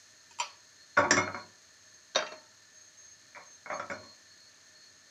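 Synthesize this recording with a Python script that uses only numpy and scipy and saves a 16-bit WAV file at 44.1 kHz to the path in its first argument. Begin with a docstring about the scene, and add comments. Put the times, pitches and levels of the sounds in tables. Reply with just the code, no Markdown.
"""A frying pan lands on the steel grate of a lit gas hob in a small tiled kitchen, rocks, and is later nudged.
A spatula taps the pan's rim before the pan lands, and bounces on the worktop between the landing and the nudge.
Each contact is a noisy crack and clatter plus the object's ringing pitches, answered by the room.
Filtered noise makes the steady burner hiss, wavering sines its faint whistles, and tiny clicks the hot fat."""
import sys
import numpy as np
from scipy import signal
from scipy.fft import rfft, irfft, next_fast_len
from scipy.io import wavfile
from scipy.ndimage import map_coordinates

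SR = 44100
rng = np.random.default_rng(int(sys.argv[2]) if len(sys.argv) > 2 else 0)


def file_out(sig):
    """Save sig as 16-bit WAV at sys.argv[1]."""
    # one column per channel
    cols = np.atleast_2d(sig).T
    # limit, then scale
    lim = np.clip(cols, -1, 1)
    pcm = np.round(lim * 32767).astype(np.int16)
    wavfile.write(sys.argv[1], SR, pcm)


N = 224940  # length of the scene in samples


def pan():
    """The pan's metal rings as it lands on the grate and rocks, and again when it is nudged."""
    # pan striking the grate, and the hob's sheet metal booming just after the first landing:
    # (time [s], clank level [dB], thud relative to clank [dB],
    # ting relative to clank [dB], pitch the contact point favours [Hz])
    pan_blows = [(.9725, -21.5, -23.5, -26.5, 1420), (.985, -32, -3, -17.5, 915),
                 (1.038, -34, -6.5, -34, 890), (1.108, -24, -7, -2.5, 1760),
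                 (1.168, -27.5, -10.5, -12, 1350), (1.178, -33, -3.5, -29, 1455),
                 (1.275, -38.5, -16, -40, 1340), (1.345, -39, -12.5, -25, 1450),
                 (3.348, -49, -24, -30.5, 2040), (3.367, -50, -19, -22, 1105),
                 (3.659, -45.5, -17.5, -42, 1430), (3.7005, -38.5, -21.5, -30, 763),
                 (3.719, -38, -14, -26, 1210), (3.796, -38, -16.5, -20.5, 1330),
                 (3.899, -38, -10.5, -22, 1446), (3.912, -51.5, 0.5, -5, 275)]
    # ringing modes of the pan on its grate, the lowest from the hob's sheet metal, before random scatter:
    # (pitch [Hz], relative level [dB], time to fall 60 dB [s])
    pan_modes = [(99.2, -4.5, 0.42), (174, -12, 0.57), (214.5, -10, 0.43), (283, 0, 0.22), (366, -5, 0.42),
                 (487, -22, 0.29), (569.4, 0.5, 0.2), (612.6, -0.5, 0.27), (735, -8.5, 0.19),
                 (918, -3.5, 0.25), (981, 1.5, 0.23), (1120.4, 1, 0.26), (1289, -4.5, 0.18),
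                 (1430, 6.5, 0.03), (1526, -21.5, 0.25), (1579, -3, 0.079), (1734, -8, 0.13),
                 (1855, -16, 0.053), (2170, -7, 0.084), (2174, 0, 0.2), (2337, -4, 0.25), (2890, -19, 0.35),
                 (3430, -7.5, 0.18), (3610, -9.5, 0.22), (4100, -19, 0.081), (5004, -4.5, 0.2),
                 (5420, 3.5, 0.079), (5620, 6, .17), (5870, 5.5, 0.2), (6500, -0.5, 0.12), (7290, -1, 0.11),
                 (7600, -12.5, .11), (8800, -17.5, 0.092)]
    # tone of the dense clatter between the modes: (frequency [Hz], relative level [dB per Hz])
    pan_clatter = [(30, -29.5), (60, -17), (100, -9), (230, 5.5), (430, -8), (620, -5), (1500, -1),
                   (2350, -3.5), (2750, -17.5), (3600, -19.5), (4500, -20.5), (5800, -5.5), (7300, -13),
                   (8300, -34), (15000, -58)]
    contacts = grazed(pan_blows, lead_s=.005, softer_db=17) + chatter()
    contacts = voiced(contacts, knock_db=-3.5, ring_db=-9, ring_follows=.55)
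    return blows(contacts, pan_modes, pan_clatter, clatter_db=-3.0, clatter_t60=0.23,
                 crack_db=1.0, crack_t60=0.014, contact_s=0.00049, room_db=-10,
                 blur_hz=23.0, favour_db=13.5)


def chatter(count=2):
    """Soft contacts, each weaker than the last, as the pan comes to rest."""
    # start of each settling: (time [s], first clank level [dB])
    settles = [(1.374, -55.5), (4.03, -60)]
    # (thud relative to clank [dB], ting relative to clank [dB], favoured pitch [Hz])
    chatter_tone = (-5, -12, 1070)
    gap_s, loss_db = 0.018, 3  # from one contact to the next
    contacts = []
    for s, db in settles:
        for k in range(count):
            contacts.append((s + k * gap_s, db - k * loss_db, *chatter_tone))
    return contacts


def spatula():
    """The spatula rings against the pan's rim, then is dropped and bounces on the worktop."""
    # taps on the rim, then bounces on the worktop, both: (time [s], clank level [dB],
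    # thud relative to clank [dB], ting relative to clank [dB], pitch the contact point favours [Hz])
    rim_taps = [(.309, -61.5, -7.5, -2.5, 1150), (.399, -32, -31.5, -6.5, 930)]
    worktop_blows = [(2.157, -32, -11, -3.5, 573), (2.187, -37, -29, -15.5, 1580),
                     (2.223, -41, -26, -19, 1336), (2.264, -49.5, -12, -8.5, 2740),
                     (2.319, -50, -6.5, -14.5, 624)]
    # ringing modes of the spatula against the rim, then on the worktop, before random scatter:
    # (pitch [Hz], relative level [dB], time to fall 60 dB [s])
    rim_modes = [(573, -12, 0.29), (910, -5, 0.082), (947, 5.5, 0.086), (1100, 3, 0.028), (1138, -14, 0.35),
                 (1290, -4.5, 0.19), (2505, 5.5, 0.054), (2680, -17, 0.1), (3074, -1, .09),
                 (4725, -3, 0.15), (5830, -4.5, 0.17), (7230, 7.5, 0.06), (9520, -6.5, 0.035)]
    worktop_modes = [(287.5, -12.5, 0.24), (438.6, 7.5, 0.1), (510, 8.5, 0.09), (621.4, 6, 0.28),
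                     (688, 8.5, 0.12), (899, -14, 0.65), (1086, -5, 0.27), (1338, -14, 0.62),
                     (1594, 3, 0.063), (1856, -6, 0.4), (2700, -1, 0.26), (3180, -1, 0.27),
                     (3790, 13, 0.057), (4140, 12.5, 0.041), (4385, 17.5, 0.042), (4670, -7, 0.32),
                     (5800, 12, 0.055), (5820, 17, 0.075)]
    # tone of the clatter on rim, then worktop: (frequency [Hz], relative level [dB per Hz])
    rim_clatter = [(40, -37), (300, -22), (600, 3), (950, -10.5), (1350, -4.5), (1750, -19.5), (2500, -1),
                   (3200, -5), (3750, -10.5), (5000, -3.5), (7200, -18.5), (8000, -22), (12000, -33),
                   (15000, -38)]
    worktop_clatter = [(40, -44), (150, -15.5), (300, -5.5), (450, -6), (680, -17), (820, -2.5),
                       (1600, -4.5), (2900, -4.5), (4300, -10), (6100, 6.5), (7200, -21.5), (9000, -30),
                       (15000, -50)]

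    taps = grazed(rim_taps, lead_s=.012, softer_db=15.5)
    taps = voiced(taps, knock_db=-19.0, ring_db=-1, ring_follows=0.74)
    bounces = grazed(worktop_blows, lead_s=0.0087, softer_db=13)
    bounces = voiced(bounces, knock_db=-4.5, ring_db=5.5, ring_follows=0.82)
    tap = blows(taps, rim_modes, rim_clatter, clatter_db=-4.5, clatter_t60=0.25,
                crack_db=5.0, crack_t60=0.3, contact_s=0.00031, room_db=-19.5,
                blur_hz=28, favour_db=1.5)
    drop = blows(bounces, worktop_modes, worktop_clatter, clatter_db=-4.0, clatter_t60=0.25,
                 crack_db=-2.5, crack_t60=0.077, contact_s=0.00067, room_db=-16,
                 blur_hz=19.8, favour_db=13.5)
    return tap + drop


def grazed(rows, lead_s, softer_db):
    """A light graze comes just before the hardest blow."""
    graze_hz = 1650  # pitch a light graze favours
    s, db, thud, ting, _ = max(rows, key=lambda row: row[1])
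    return [(s - lead_s, db - softer_db, thud, ting, graze_hz)] + rows


def voiced(rows, knock_db, ring_db, ring_follows):
    """Contact points that favour lower modes knock more, up to a limit; the ring follows the ting."""
    db_per_octave, most_db = 8, 7.5  # growth of the knock, and its limit over the clank
    contacts = []
    for s, db, thud, ting, hz in rows:
        knock = min(knock_db - db_per_octave * np.log2(hz / 1000), most_db)
        ring = ring_db + ring_follows * ting
        contacts.append((s, db, thud, knock, ring, ting, hz))
    return contacts


def blows(rows, modes, clatter, clatter_db, clatter_t60, crack_db, crack_t60, contact_s, room_db,
          blur_hz, favour_db):
    """Each contact is a crack, a dense clatter and ringing modes, answered by the tiled room."""
    # how long the room echoes: (frequency [Hz], time to fall 60 dB [s])
    kitchen = [(100, 0.35), (500, 0.52), (1500, 0.25), (4000, 0.3), (8000, 0.1), (15000, 0.13)]
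    out, t = np.zeros(N + SR), np.arange(SR) / SR
    hardest_db = max(row[1] for row in rows)
    for s, db, thud, knock, ring, ting, favoured in rows:
        # countless small modes overlap; the higher ones die sooner
        dense = dying_noise(lambda hz: clatter_t60 * (1000 / (hz + 100)) ** 0.24)
        crack = dying_noise(lambda hz: crack_t60 + 0 * hz)
        rattle = coloured(dense + amp(crack_db) * crack, lambda hz: amp(along(clatter, hz)))
        rattle = rattle / np.linalg.norm(rattle)
        hit = ringing(modes, scatter_db=4.8, blur_hz=blur_hz, swell_cycles=1.0) + amp(clatter_db) * rattle
        # gentle contacts take longer to build up
        rise_s = contact_s * amp((hardest_db - db) / 2) ** .5
        hit = hit * (1 - np.exp(-(t / rise_s) ** 2))
        # the modes that move most at the contact point take more of the blow
        hit = coloured(hit, lambda hz: amp(favour_db / (1 + ((hz / favoured - 1) / .1) ** 2)))
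        # the room answers 5 ms later
        room = np.pad(dying_noise(lambda hz: along(kitchen, hz)), (SR // 200, 0))
        hit = hit + amp(room_db) * signal.fftconvolve(hit, room)[:SR]
        start = round(s * SR)
        out[start:start + SR] += weighted(hit, db + np.array([thud, knock, 0, ring, ting]))
    return out[:N]


def ringing(modes, scatter_db, blur_hz, swell_cycles):
    """One second of an object's modes, energy 1; loose contact blurs each pitch, low modes swell slowly."""
    t = np.arange(SR, dtype=np.float32) / SR
    hz, db, t60 = np.float32(modes).T[:, :, None]
    strength = np.float32(amp(db + scatter_db * rng.standard_normal(hz.shape)))
    # each pitch jumps at random 180 times a second, higher ones further; blur_hz holds at 1 kHz
    jumps = np.float32(blur_hz * rng.standard_normal((len(hz), 180)))
    drift = np.repeat(jumps, SR // 180, axis=1) * np.sqrt(hz / 1000)
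    cycles = hz * t + np.cumsum(drift, axis=1) / SR + np.float32(rng.random(hz.shape))
    decay = np.exp(np.maximum(-float(np.log(1000)) * t / t60, -40))
    swell = 1 - np.exp(-np.minimum(hz * t / swell_cycles, 40))
    ring = np.sum(strength * decay * swell * np.sin(2 * np.pi * cycles), axis=0)
    return ring / np.linalg.norm(ring)


def dying_noise(t60):
    """One second of noise, energy 1, in which each frequency falls 60 dB in t60(Hz) seconds."""
    hz, t, z = signal.stft(rng.standard_normal(SR), SR, nperseg=128)
    fade = amp(-60 * t / t60(hz)[:, None])
    tail = signal.istft(z * fade, SR, nperseg=128)[1][:SR]
    return tail / np.linalg.norm(tail)


def weighted(hit, band_db):
    """The place and hardness of a contact set how strongly each band starts."""
    # borders between thud, knock, clank, ring and ting: (frequency [Hz])
    band_edges = [400, 800, 2600, 5000]
    start = hit[:SR // 30]
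    # power per 1 Hz bin, then summed in each band
    power = 2 * np.abs(rfft(start, SR)) ** 2 / (SR * len(start))
    own = np.bincount(np.searchsorted(band_edges, np.arange(len(power))), power)
    lift = np.asarray(band_db) - 10 * np.log10(own)
    # the gain slides from band to band around each border
    corners = np.outer(band_edges, [.92, 1.08]).ravel()
    return coloured(hit, lambda hz: amp(np.interp(hz, corners, np.repeat(lift, 2)[1:-1])))


def whistle(waver_hz, flutter_db):
    """Unsteady tones from the burner's jet swell, hold and sink back into the hiss."""
    # brief whistles near one of two pitches, level before flutter and the mix:
    # (start [s], length [s], middle pitch [Hz], level [dB])
    whistles = [(0.426, 0.14, 4370, -59), (0.772, 0.33, 4280, -62), (1.14, 0.33, 4270, -53.5),
                (1.8, 0.23, 6420, -61.5), (2.291, 0.13, 4300, -54.5), (2.722, 0.19, 6430, -55),
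                (2.952, 0.22, 6440, -53.5), (3.393, .08, 4250, -59), (3.439, 0.15, 6390, -53),
                (3.696, 0.11, 6420, -51.5), (3.706, 0.085, 4380, -56), (3.91, 0.27, 4270, -56.5),
                (4.262, .25, 4324, -60.5), (4.737, .18, 4320, -57.5)]
    attack_s, release_s = 0.036, 0.031
    t, out = np.arange(N) / SR, np.zeros(N)
    drift = np.cumsum(waver_hz * wobble(300)) / SR
    for s, length, hz, db in whistles:
        swell = np.clip(np.minimum((t - s) / attack_s, (s + length - t) / release_s), 0, 1)
        out += amp(db) * swell * np.sqrt(2) * np.sin(2 * np.pi * (hz * t + drift))
    return out * amp(flutter_db * wobble(70))


def flame():
    """Gas rushes through the burner's air resonances as filtered noise; its level flutters slightly."""
    # tone of the steady noise: (frequency [Hz], relative level [dB per Hz])
    flame_tone = [(20, -28), (50, -15.5), (75, -2), (95, 7.5), (130, -2), (300, -1.5), (800, -8), (1500, 0),
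                  (3000, -7), (5000, -2.5), (6800, -5), (8200, -19), (11000, -30.5), (15400, -35)]
    # air resonances: (centre [Hz], width [Hz], relative level [dB])
    burner = [(622.6, 28, 5), (1772, 69, 10.5), (4263, 190, 8), (6453, 220, 9.5)]

    def gain(hz):
        power = amp(along(flame_tone, hz)) ** 2
        for centre, width, db in burner:
            power = power + amp(db) ** 2 / (1 + (2 * (hz - centre) / width) ** 2)
        return np.sqrt(power)

    hiss = unit(coloured(rng.standard_normal(N), gain))
    level_db = -59.0 + 0.2 * wobble(1.1) + 0.13 * wobble(22.56)
    return amp(level_db) * hiss


def sizzle(spread_db, count=2500):
    """Tiny bursts of hot fat, clicks of many sizes, densest at the start and thinning out."""
    when, size = rng.random((count, 2)).T
    # squaring the random size makes big pops rare
    pops = np.bincount((when ** 1.5 * (N - 1)).astype(int), amp(spread_db * size ** 2), N)
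    # (frequency [Hz], relative level [dB])
    tone = [(500, -27.5), (2500, -5), (6500, 6.5), (9000, -10.0), (15000, -20.5)]
    return unit(coloured(pops, lambda hz: amp(along(tone, hz))))


def amp(db):
    """Turns decibels into a gain."""
    return 10 ** (np.asarray(db) / 20)


def unit(x):
    """Scales x to an average (rms) strength of 1."""
    return x / np.sqrt(np.mean(x ** 2) + 1e-20)


def along(points, hz):
    """Reads a curve through (frequency [Hz], value) points on a log frequency axis."""
    f, v = np.transpose(points)
    return np.interp(np.log(hz + 1), np.log(f + 1), v)


def wobble(rate):
    """A smooth random curve through rate random points a second."""
    points = rng.standard_normal(int(N * rate / SR) + 4)
    return map_coordinates(points, [np.arange(N) * rate / SR])


def coloured(x, gain):
    """Filters x with gain(Hz); the filter never answers before its input (minimum phase)."""
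    m = 2 * next_fast_len(len(x) // 2 + 4096)
    cepstrum = irfft(np.log(np.maximum(gain(np.fft.rfftfreq(m, 1 / SR)), 1e-6)))
    # folding the second half onto the first removes any response ahead of time
    cepstrum[1:m // 2] *= 2
    cepstrum[m // 2 + 1:] = 0
    return irfft(rfft(x, m) * np.exp(rfft(cepstrum)), m)[:len(x)]


def scene():
    """Pan and spatula knocks over the running burner and its quiet sizzle."""
    jet = amp(-2.5) * whistle(waver_hz=44.36, flutter_db=3.5)
    fat = amp(-70.5) * sizzle(spread_db=18.5)
    return (pan() + spatula() + flame() + jet + fat)[None]


def record(dry):
    """Thins the deepest bass and keeps nothing above the band limit."""
    bass_hz, top_hz = 45, 15550
    thin = signal.sosfilt(signal.butter(1, bass_hz, "highpass", fs=SR, output="sos"), dry)
    m = next_fast_len(N + SR // 2)
    kept = np.fft.rfftfreq(m, 1 / SR) < top_hz
    return irfft(rfft(thin, m) * kept, m)[..., :N]


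dry = scene()
out = record(dry)
file_out(out)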